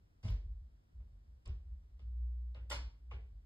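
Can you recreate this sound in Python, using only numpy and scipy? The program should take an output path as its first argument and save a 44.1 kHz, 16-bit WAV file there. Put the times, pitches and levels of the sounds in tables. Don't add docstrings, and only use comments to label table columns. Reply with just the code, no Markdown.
import sys
import numpy as np
from scipy import signal
from scipy.fft import rfft, irfft
from scipy.io import wavfile
from scipy.ndimage import uniform_filter1d

SR = 44100
rng = np.random.default_rng(int(sys.argv[2]) if len(sys.argv) > 2 else 0)


def output_pcm(signal):
    pcm = np.clip(np.atleast_2d(signal).T, -1, 1) * 32767
    wavfile.write(sys.argv[1], SR, np.round(pcm).astype(np.int16))


N = 152145

# pitch_hz, relative_db (per Hz)
AIR_MID = [(20, -11.5), (61, 6), (205, -13.5), (440, -25), (1100, -34.5), (2500, -39.5), (4000, -39.5),
           (13500, -51)]
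AIR_SIDE = [(20, -6), (125, -6), (269, -8), (1090, -15.5), (2610, -22.5), (6260, -24.5), (13500, -33.5)]
# centre_hz, width_hz, gain_db
SUM_DIPS = [(2638, 440, -4.5), (6040, 540, -11), (10270, 515, -33)]
DIFF_DIPS = [(4070, 620, -10.5), (8000, 1570, -24), (11800, 1400, -15.5)]
# start_s (of the blow), level_db (before the band limits), dull_above_hz,
# clatter_length_s, clatter_db (offset), thin_below_hz
KNOCKS = [(0.228, -46, 6660, 0.089, 0, 340), (0.278, -48, 5540, 0.044, -10, 1310),
          (0.998, -70, 2500, 0.045, -20, 307), (1.454, -52.5, 4860, 0.036, 5.5, 400),
          (1.991, -66, 5020, 0.016, -2, 400), (2.546, -51, 2900, 0.029, -2, 443),
          (2.699, -39, 10800, 0.0052, 6.5, 1100), (2.7143, -32, 6700, 0.0093, 0, 834),
          (2.7249, -38, 9400, 0.033, -9, 880), (3.109, -45.5, 3010, 0.022, -0.5, 503)]
# pitch_hz, relative_db (per Hz)
ROOM_MID = [(150, 9.5), (300, 11.5), (600, -1.5), (1500, -10.5), (4000, -11), (8000, -16), (12000, -18.5),
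            (14000, -27)]
ROOM_SIDE = [(150, -26), (400, -4.5), (1000, -17), (3000, -7.5), (6000, -11), (10000, -6.5), (14000, -25)]
# pitch_hz, t60_s
ROOM_T60 = [(200, 0.45), (1000, 0.36), (4000, 0.37), (8000, 0.24), (13000, 0.098)]
# start_s, deep_db, middle_db, panel_db (gain of each mode group), rise_s, t60_share (ratio)
STEPS = [(0.231, -42, -55.5, -26.5, 0.029, 0.39), (0.27, -30.5, -35, -30, 0.049, 0.47),
         (0.439, -42, -48, -50, 0.028, 1.47), (0.618, -48, -59.5, -69.5, 0.0089, 1.2),
         (0.932, -50, -49, -53, 0.051, 0.9), (1.098, -54, -65.5, -56.5, 0.047, 0.83),
         (1.262, -67.5, -53.5, -76.5, 0.046, 0.68), (1.457, -40, -52, -43.5, 0.028, 0.47),
         (1.494, -46, -42, -42, 0.011, 0.83), (1.646, -48.5, -46.5, -58, 0.056, 0.99),
         (1.877, -57.5, -53, -75, 0.062, 0.67), (2.002, -57.5, -59.5, -50.5, 0.047, 1.5),
         (2.552, -59.5, -56, -45.5, 0.028, 0.26), (2.607, -68, -70, -46.5, 0.01, 0.74),
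         (2.719, -47.5, -58.5, -47.5, 0.035, 1.4), (3.11, -52.5, -50.5, -45.5, 0.036, 1.3),
         (3.301, -49, -65, -53.5, 0.05, 0.39)]
# pitch_hz, relative_db, t60_s (before each step's t60_share)
DEEP_MODES = [(34.3, -19.5, 0.34), (47.81, 0.5, 0.93)]
MIDDLE_MODES = [(61.53, 10.4, 0.36), (71.04, 0.17, .6)]
PANEL_MODES = [(99.05, -4.5, 0.36), (132.7, -16, 0.3), (180.4, -27.5, 0.47), (216.6, -27.5, 0.42)]
# start_s, peak_db (approximate), pitch_hz
TICKS = [(0.235, -59, 4750), (.286, -47, 3160), (.305, -56.5, 12250), (1.4578, -56.5, 8000),
         (1.4595, -52, 4700), (1.477, -54.5, 7570), (2.547, -56.5, 4050), (2.7045, -35.5, 8000),
         (3.1155, -50.5, 1162)]
# time_s, level_db (rms)
HUM = [(1.97, -78), (2.039, -46.5), (2.239, -36.5), (2.331, -40), (2.519, -42.5), (2.576, -52.5),
       (2.629, -42), (2.661, -52.5), (2.697, -44), (2.786, -46), (2.878, -43.5), (2.906, -68),
       (3.001, -59.5), (3.063, -52), (3.163, -39), (3.271, -51.5), (3.45, -63.5)]
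# pitch_hz, relative_db, t60_s
WOODY_MODES = [(579.6, -3, .15), (937, -7, 0.041), (1412, 0, 0.076), (1928, -4, 0.069), (3047, -11, .25),
               (3520, -9, 0.19), (4300, -12.5, 0.43)]
# start_s, gain_db
STRIKES = [(2.712, -42), (2.724, -54.5)]

AIR_DB, AIR_SIDE_DB = -67.5, -79.5
SPREAD_S = 0.0041
LEAD_S = 0.006
CLATTER_PER_S, CLATTER_SCATTER_DB = 4300, 3
ROOM_DB, ROOM_SIDE_DB = -3.5, -1.5
BUILD_S, DIRECT_DB = 0.00043, 22.5
TICK_CYCLES, TICK_SIDE_DB = 79, -12.5
HUM_HZ = 60.0
RATTLE_S = 0.01
BASS_LAG_S = 0.00008
TOP_HZ = 14000


def undb(db):
    return 10 ** (np.asarray(db) / 20)


def read(table, hz):
    points_hz, values = np.array(table).T
    return np.interp(np.log(np.maximum(hz, 1)), np.log(points_hz), values)


def bins_hz(count):
    return np.arange(count // 2 + 1) * SR / count


def colour(x, table):
    y = irfft(rfft(x) * undb(read(table, bins_hz(len(x)))), len(x))
    return y / np.sqrt(np.mean(y ** 2))


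def add(out, x, s):
    i = int(s * SR)
    out[i:i + len(x)] += x[:N - i]


def ring(modes, t, share=1):
    return sum(undb(db - 60 * t / (t60 * share)) * np.sin(2 * np.pi * hz * t) for hz, db, t60 in modes)


def quiet_air(table, level_db):
    return undb(level_db) * colour(rng.standard_normal(N), table)


def port_dips(x, table):
    hz = bins_hz(len(x))
    gain_db = sum(db * np.exp(-((hz - centre) / width) ** 2) for centre, width, db in table)
    return irfft(rfft(x) * undb(gain_db), len(x))


def knocks():
    out, t = np.zeros(N), np.arange(SR // 4) / SR
    phase = -4 * np.pi * SPREAD_S * np.sqrt(1000 * bins_hz(len(t)))
    ripple = irfft(np.exp(1j * phase), len(t)) * (t < 0.05)
    chance = rng.random((len(KNOCKS), 3, len(t)))
    for (s, db, dull_hz, length, clatter_db, thin_hz), (when, size, sign) in zip(KNOCKS, chance):
        hits = (when < CLATTER_PER_S / SR) * np.sign(sign - 0.5)
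        hits = hits * np.exp(-(t / length) ** 2) * np.minimum(t / LEAD_S, 1) ** 2
        hits *= undb(clatter_db - 13.5 - CLATTER_SCATTER_DB * np.log(1 - size))
        hits[int(LEAD_S * SR)] = 1
        hits = hits / np.sqrt(np.sum(hits ** 2))
        rippled = signal.fftconvolve(hits, ripple)
        band = signal.butter(2, [thin_hz, dull_hz], "bandpass", fs=SR, output="sos")
        add(out, undb(db) * signal.sosfilt(band, rippled), s - LEAD_S)
    return out


def room(table, turn=False):
    t = np.arange(SR // 2) / SR
    spectrum, hz = rfft(colour(rng.standard_normal(len(t)), table)), bins_hz(len(t))
    tail = np.zeros(len(t))
    for centre in 150 * 2.0 ** np.arange(8):
        share = np.clip(1 - np.abs(np.log2(np.clip(hz, 150, None) / centre)), 0, 1)
        tail += irfft(spectrum * share, len(t)) * undb(-60 * t / read(ROOM_T60, centre))
    response = tail * (1 - np.exp(-t / BUILD_S))
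    click = colour(1.0 * (t == 0), table)
    direct = np.roll(click, 32)[:64] * np.hanning(64) / np.sqrt(len(t))
    if turn:
        direct = -signal.hilbert(direct).imag
    response[:len(direct)] += undb(DIRECT_DB) * direct
    return response


def booms():
    out, t = np.zeros(N), np.arange(SR) / SR
    for s, deep_db, middle_db, panel_db, rise, share in STEPS:
        swell = np.sin(np.pi / 2 * np.minimum(t / rise, 1)) ** 2
        body = 0
        for modes, db in ((DEEP_MODES, deep_db), (MIDDLE_MODES, middle_db), (PANEL_MODES, panel_db)):
            hold = undb(60 * np.minimum(t, rise) / (modes[-1][2] * share))
            body = body + undb(db) * ring(modes, t, share) * hold
        add(out, swell * body, s)
    return out


def ticks():
    out, t = np.zeros(N), np.arange(SR // 20) / SR
    for s, db, hz in TICKS:
        t60 = TICK_CYCLES / hz
        pair = [(hz * 0.96, -6, t60), (hz * 1.05, -6, t60)]
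        soft_edge = np.minimum(t / 0.00019, 1)
        add(out, undb(db) * soft_edge * ring(pair, t), s)
    return out


def hum():
    t, (s, db) = np.arange(N) / SR, np.array(HUM).T
    level = undb(np.interp(t, s, db)) * (t > s[0])
    return np.sqrt(2) * level * np.sin(2 * np.pi * HUM_HZ * t)


def woody_ringing():
    out, t = np.zeros(N), np.arange(SR // 4) / SR
    k = int(RATTLE_S * SR)
    for s, db in STRIKES:
        for mode in WOODY_MODES:
            smooth = uniform_filter1d(uniform_filter1d(rng.standard_normal(len(t)), k), k)
            waver = np.sqrt(k) * smooth
            add(out, undb(db) * (1 + waver / 2) * ring([mode], t), s)
    return out


def scene():
    hit, bass, bright = knocks(), booms() + hum(), ticks() + woody_ringing()
    room_mid = undb(ROOM_DB) * signal.fftconvolve(hit, room(ROOM_MID))[:N]
    room_side = undb(ROOM_DB + ROOM_SIDE_DB) * signal.fftconvolve(hit, room(ROOM_SIDE, turn=True))[:N]
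    mid = bass + bright + port_dips(room_mid + quiet_air(AIR_MID, AIR_DB), SUM_DIPS)
    side = port_dips(room_side + quiet_air(AIR_SIDE, AIR_SIDE_DB), DIFF_DIPS)
    side += undb(TICK_SIDE_DB) * signal.hilbert(bright).imag
    side -= BASS_LAG_S / 2 * SR * np.gradient(bass)
    return np.array([mid + side, mid - side])


def record(dry):
    return signal.sosfilt(signal.ellip(8, 0.2, 70, TOP_HZ, fs=SR, output="sos"), dry)


dry = scene()
out = record(dry)
output_pcm(out)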